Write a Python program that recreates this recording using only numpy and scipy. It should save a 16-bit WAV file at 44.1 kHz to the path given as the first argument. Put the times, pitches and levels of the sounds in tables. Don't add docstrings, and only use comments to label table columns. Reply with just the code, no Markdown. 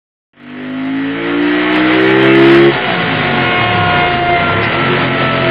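import sys
import numpy as np
from scipy import signal
from scipy.fft import rfft, irfft
from scipy.io import wavfile
from scipy.ndimage import uniform_filter1d

SR = 44100
rng = np.random.default_rng(int(sys.argv[2]) if len(sys.argv) > 2 else 0)


def waveform_to_disk(signal):
    frames = np.transpose(np.atleast_2d(signal))
    scaled = np.clip(frames, -1, 1) * 32767
    samples = np.round(scaled).astype(np.int16)
    wavfile.write(sys.argv[1], SR, samples)


N = 242550
SECOND_FIRING = .375
TRACK_TOP_HZ = 5300


def undb(db):
    return np.exp(np.asarray(db) * (np.log(10) / 20))


def unit(x):
    return x / np.sqrt(np.mean(x ** 2))


def columns(table):
    s, *rest = np.transpose(table)
    return [np.interp(np.arange(N) / SR, s, c) for c in rest]


def colour(x, points, size=8192):
    hz, db = np.transpose(points)
    log_hz = np.log(np.fft.rfftfreq(size, 1 / SR) + 1)
    log_gain = np.interp(log_hz, np.log(hz), db) * np.log(10) / 20
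    cepstrum = irfft(log_gain)
    cepstrum[1:size // 2] *= 2
    cepstrum[size // 2 + 1:] = 0
    return signal.fftconvolve(x, irfft(np.exp(rfft(cepstrum))))[:N]


def ring(x, hz, width):
    return signal.lfilter(*signal.iirpeak(hz, hz / width, fs=SR), x)


def walk(rate):
    k = int(SR / rate)
    held = np.repeat(rng.standard_normal(N // k + 1), k)
    return uniform_filter1d(uniform_filter1d(held, k), k)[:N]


def tone(turns, db, flutter_db, flutter_rate):
    gain = np.sqrt(2) * undb(db + flutter_db * walk(flutter_rate))
    return gain * np.sin(2 * np.pi * (turns + rng.random()))


def swells(hz, places):
    return sum(db * np.exp(-((hz - f) / width) ** 2) for f, width, db in places)


def own(table, k):
    return [row[1:] for row in table if round(row[0]) == k]


# multiple, level in dB throttle open, level in dB shut.
LOW_MULTIPLES = [(2, -31.5, -32), (3, -24.5, -23), (4, -30.5, -31), (5, -10.5, -24), (6, -15, -28)]
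# multiple, centre in Hz, width in Hz, gain in dB.
PIPES_LOADED = [(2, 120, 4, -8), (2, 136, 9, 11.5), (3, 178, 8, -3), (3, 205, 8, 2.5), (4, 198, 8, -12),
                (4, 230, 3, -9), (4, 256.5, 3, -14), (4, 270, 6, 10.5), (5, 237, 5, -9), (5, 266, 12, 3.5),
                (5, 283, 4.5, -9), (5, 293, 4, 1.5), (5, 305, 4, -3.5), (5, 324, 7, -3.5), (5, 341, 7, 4),
                (6, 285, 4, -6), (6, 316, 16, -8.5), (6, 332, 4, -20), (6, 366, 7, -3.5),
                (6, 375.5, 3.5, -22), (6, 389, 6, 3.5), (6, 410, 3, -6)]
# centre in Hz, width in Hz, gain in dB.
PIPES_COASTING = [(67.6, 32, -6.5), (103, 6.9, 4), (122.6, 3.7, -13.5), (202.7, 17, -15.5), (268, 7.6, 8),
                  (296, 9.7, -11), (308, 34, -20.5)]


def low_multiples(hz, turns, throttle, uneven_db, lug_db):
    out = tone(turns, -52.5, 1.1, 8.1)
    for multiple, open_db, shut_db in LOW_MULTIPLES:
        k = round(multiple)
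        loaded = open_db + swells(k * hz, own(PIPES_LOADED, k))
        coasting = shut_db + lug_db + swells(k * hz, PIPES_COASTING)
        db = throttle * loaded + (1 - throttle) * coasting
        out = out + tone(k * turns, db, .3 * uneven_db, 15)
    return out


# centre in Hz, width in Hz, level in dB.
PIPE = [(242, 9.8, -6.5), (352.5, 31, -6.5), (404.5, 10, -12.5), (451.5, 29, -10), (513.8, 39, -16.5),
        (564.8, 26, -14.5), (584.5, 9.5, -16), (678.4, 49, -13.5), (759, 22, -21.5), (854.6, 35, -16.5),
        (944.7, 11, -18), (1099, 18, -17), (1285, 71, -17.5), (1390, 55, -16), (1552, 100, -18.5),
        (1755, 69, -14), (1906, 77, -14), (2007.5, 41.5, -14.5), (2129, 49, -16), (2260, 26, -14),
        (2455, 120, -23), (2660, 16, -15.5), (2923, 260, -25.5), (3067, 52, -22), (3159, 20, -23.5),
        (3328, 110, -26), (3805, 180, -32)]


def upper_multiples(hz, turns, uneven_db, second=.6):
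    grid = np.arange(5500.)
    pipe = np.sqrt(sum(undb(2 * db) / (1 + (2 * (grid - f) / w) ** 4) for f, w, db in PIPE))
    out = 0
    for k in range(7, 76):
        twin = np.abs(1 + second * np.exp(-2j * np.pi * k * SECOND_FIRING))
        out = out + twin * np.interp(k * hz, grid, pipe) * tone(k * turns, 0, uneven_db, 25)
    return out


# frequency in Hz, level in dB per Hz.
GAS_OPEN = [(20, -22.5), (80, -17), (150, -8.5), (330, -4.5), (500, -2.5), (1200, -2.5), (2000, -1.5),
            (3200, -7.5), (4200, -18.5), (5300, -28), (7000, -63.5)]
# frequency in Hz, level in dB per Hz.
GAS_SHUT = [(20, -46.5), (45, -29.5), (130, -0.5), (300, -3.5), (700, -6), (1300, -8), (2100, -6),
            (3100, -10), (3800, -15.5), (4200, -22), (4700, -22.5), (5300, -40), (7000, -81.5)]


def gas_roar(turns, throttle, lug_db):
    first_puff = np.exp(-(turns % 1) / .15)
    second_puff = np.exp(-((turns - SECOND_FIRING) % 1) / .076)
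    puff = unit(1.7 + first_puff + second_puff)
    wide_open = colour(puff * rng.standard_normal(N), GAS_OPEN)
    wide_open = unit(wide_open + .47 * ring(wide_open, 1970., 250.))
    shut = colour(puff * rng.standard_normal(N), GAS_SHUT)
    shut = unit(shut + .1 * ring(shut, 1400., 240.) + 1.3 * ring(shut, 350., 19.))
    gas = undb(-4.3) * throttle * wide_open + undb(-2 + .4 * lug_db) * (1 - throttle) * shut
    return undb(1.6 * walk(25)) * gas


def stand_rumble(hz):
    db = np.maximum(-15 - .6356 * (hz - 27), -22.5)
    rumble = ring(ring(rng.standard_normal(N), 60., 50.), 60., 50.)
    return undb(db - 8) * unit(rumble)


# time in seconds, engine cycle rate in Hz.
SPEED = [(.34, 47.55), (.71, 51.5), (1.4, 58.5), (1.91, 63.1), (2.14, 65.1), (2.42, 67.4), (2.7, 69.2),
         (2.75, 66.7), (3.1, 53.9), (3.37, 45.2), (3.56, 40.3), (3.96, 30), (4.13, 26.9), (4.28, 26.3),
         (4.48, 30.9), (4.68, 38.7), (4.82, 45), (5.5, 43.7)]
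# time in seconds, level in dB.
ROAR = [(.3, -13.5), (.9, -17), (1.4, -15), (1.66, -13), (2.69, -13.5), (2.78, -16), (3.5, -16),
        (4.13, -15.5), (4.55, -16), (5.05, -16), (5.1, -18.5), (5.16, -16.5), (5.5, -16.5)]
# time in seconds, upper multiples in dB over the roar,
# unevenness of the firings in dB, throttle from 0 to 1.
LOAD = [
    (.3, -4, 2.5, 1),
    (2.69, -3.5, 2.5, 1),
    (2.735, -7, 3, 0),
    (3.3, -7, 3.5, 0),
    (3.7, -12, 4, 0),
    (4.3, -12, 4, 0),
    (4.6, -7.5, 4, 0),
    (5.5, -8, 4, 0),
]


def engine():
    (hz,), (roar_db,) = columns(SPEED), columns(ROAR)
    ladder_db, uneven_db, throttle = columns(LOAD)
    turns = np.cumsum(hz) / SR
    lug_db = swells(hz, [(26, 3.5, -6)])
    low = low_multiples(hz, turns, throttle, uneven_db, lug_db)
    ladder = undb(ladder_db + 3.2) * upper_multiples(hz, turns, uneven_db)
    noise = gas_roar(turns, throttle, lug_db) + stand_rumble(hz)
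    return low + undb(roar_db) * (ladder + noise)


# time in seconds, tooth rate in Hz.
ROLLER_HZ = [(2.6, 366), (3.06, 363), (3.4, 361), (3.74, 358.5), (4.08, 355.3), (4.3, 351), (4.45, 346.5),
             (4.7, 338.5), (5.0, 333), (5.2, 330.5), (5.5, 328.5)]
# multiple of the tooth rate, level in dB.
ROLLER_STRONG = [(2, -26.5), (3, -35.5), (4, -30.5), (6, -32)]
# multiple of the tooth rate, level in dB over the mean of the strong ones.
ROLLER_REST = [(1, -8), (2.76, -8), (5, -14.5), (7, -10.5), (8, -6), (9, -9.5), (10, -13.5)]
# multiple, centre in Hz, width in Hz, gain in dB.
STAND = [(2, 712, 9, 9), (2, 699, 6, 12), (2, 672, 9, -9), (2, 655, 4, 12), (3, 1075, 12, 12),
         (3, 1030, 16, 9), (4, 1442, 3, 6), (4, 1427, 8, 9.5), (4, 1381, 13, 10.5), (4, 1342, 9, 9),
         (4, 1321, 4, 11), (6, 2158, 7, 11), (6, 2146, 3, -8), (6, 2135, 7, 10), (6, 2098, 16, 12.5),
         (6, 2045, 14, 6), (6, 1984, 5, 4)]


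def roller():
    hz, = columns(ROLLER_HZ)
    turns = np.cumsum(hz * (1 + .0009 * walk(15))) / SR
    levels = {}
    for multiple, db in ROLLER_STRONG:
        k = round(multiple)
        levels[k] = db + swells(k * hz, own(STAND, k))
    mean_db = np.mean(list(levels.values()), axis=0)
    strong = sum(tone(k * turns, db, 1.0, 20) for k, db in levels.items())
    rest = sum(tone(k * turns, mean_db + db, 3.4, 6.1) for k, db in ROLLER_REST)
    bared = np.clip((np.arange(N) / SR - 2.62) / .24, 0, 1)
    return bared * (strong + rest)


# start in seconds, peak level in dB, centre in Hz.
BACKFIRES = [
    (3.4206, -11.5, 1850),
    (4.488, -10.5, 1900),
    (4.6279, -6.5, 1900),
    (4.8394, -14, 1860),
]


def backfires():
    kicks = np.zeros(N)
    t = np.arange(SR // 20) / SR
    swell = t / .008 * np.exp(1 - t / .008)
    for s, db, hz in BACKFIRES:
        cough = swell * unit(ring(rng.standard_normal(len(t)), hz, 300.))
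        start = int(s * SR)
        kicks[start:start + len(t)] += undb(db - 9) * cough
    return kicks


def scene():
    return (engine() + roller() + backfires())[None]


def thin_treble(x, from_hz=3300., step_db=-40.5, wander_db=3.5, size=4096):
    hz, _, frames = signal.stft(x, SR, nperseg=size)
    power = np.abs(frames) ** 2
    treble = np.sqrt(np.sum(power[(hz > 800) & (hz < 4000)], axis=0))
    loud = np.sqrt(np.sum(power, axis=0))
    wander = np.repeat(rng.standard_normal((size // 16 + 1, len(treble))), 12, axis=0)[:len(hz)]
    spared_db = -9 * (loud / loud.max()) ** 3
    step = treble * undb(step_db + spared_db + wander_db * wander)
    frames *= (np.abs(frames) > step) | (hz[:, None] < from_hz)
    return signal.istft(frames, SR, nperseg=size)[1][:N]


def fizz(clicks):
    size = int(.05 * SR)
    treble = signal.butter(8, [TRACK_TOP_HZ, 15500], "band", fs=SR, output="sos")
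    energy = signal.sosfilt(treble, clicks) ** 2
    energy = uniform_filter1d(uniform_filter1d(energy, size), size // 2)
    dull = signal.lfilter([1], [1, -.6], rng.standard_normal(N))
    return undb(-7) * np.sqrt(np.abs(energy)) * unit(signal.sosfilt(treble, dull))


def band_limit(x):
    return signal.sosfilt(signal.butter(12, 15700, fs=SR, output="sos"), x)


def record(dry):
    x = undb(1.1) * dry[0]
    x = x / (1 + np.abs(x / 1.06) ** 6) ** (1 / 6)
    x = signal.sosfilt(signal.ellip(10, .3, 100, TRACK_TOP_HZ, fs=SR, output="sos"), x)
    x = thin_treble(x) - .007
    flat = np.clip(x, -.98, .98)
    fade_start_s, fade_length_s, pictures_per_s = .3335, 1.92, 29.97
    since = np.arange(N) / SR - fade_start_s
    picture = np.ceil(since * pictures_per_s)
    stairs = np.clip((picture - .4) / pictures_per_s / fade_length_s, 0, 1)
    mix = stairs * (flat + fizz(x - flat))
    return band_limit(mix[None])


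dry = scene()
out = record(dry)
waveform_to_disk(out)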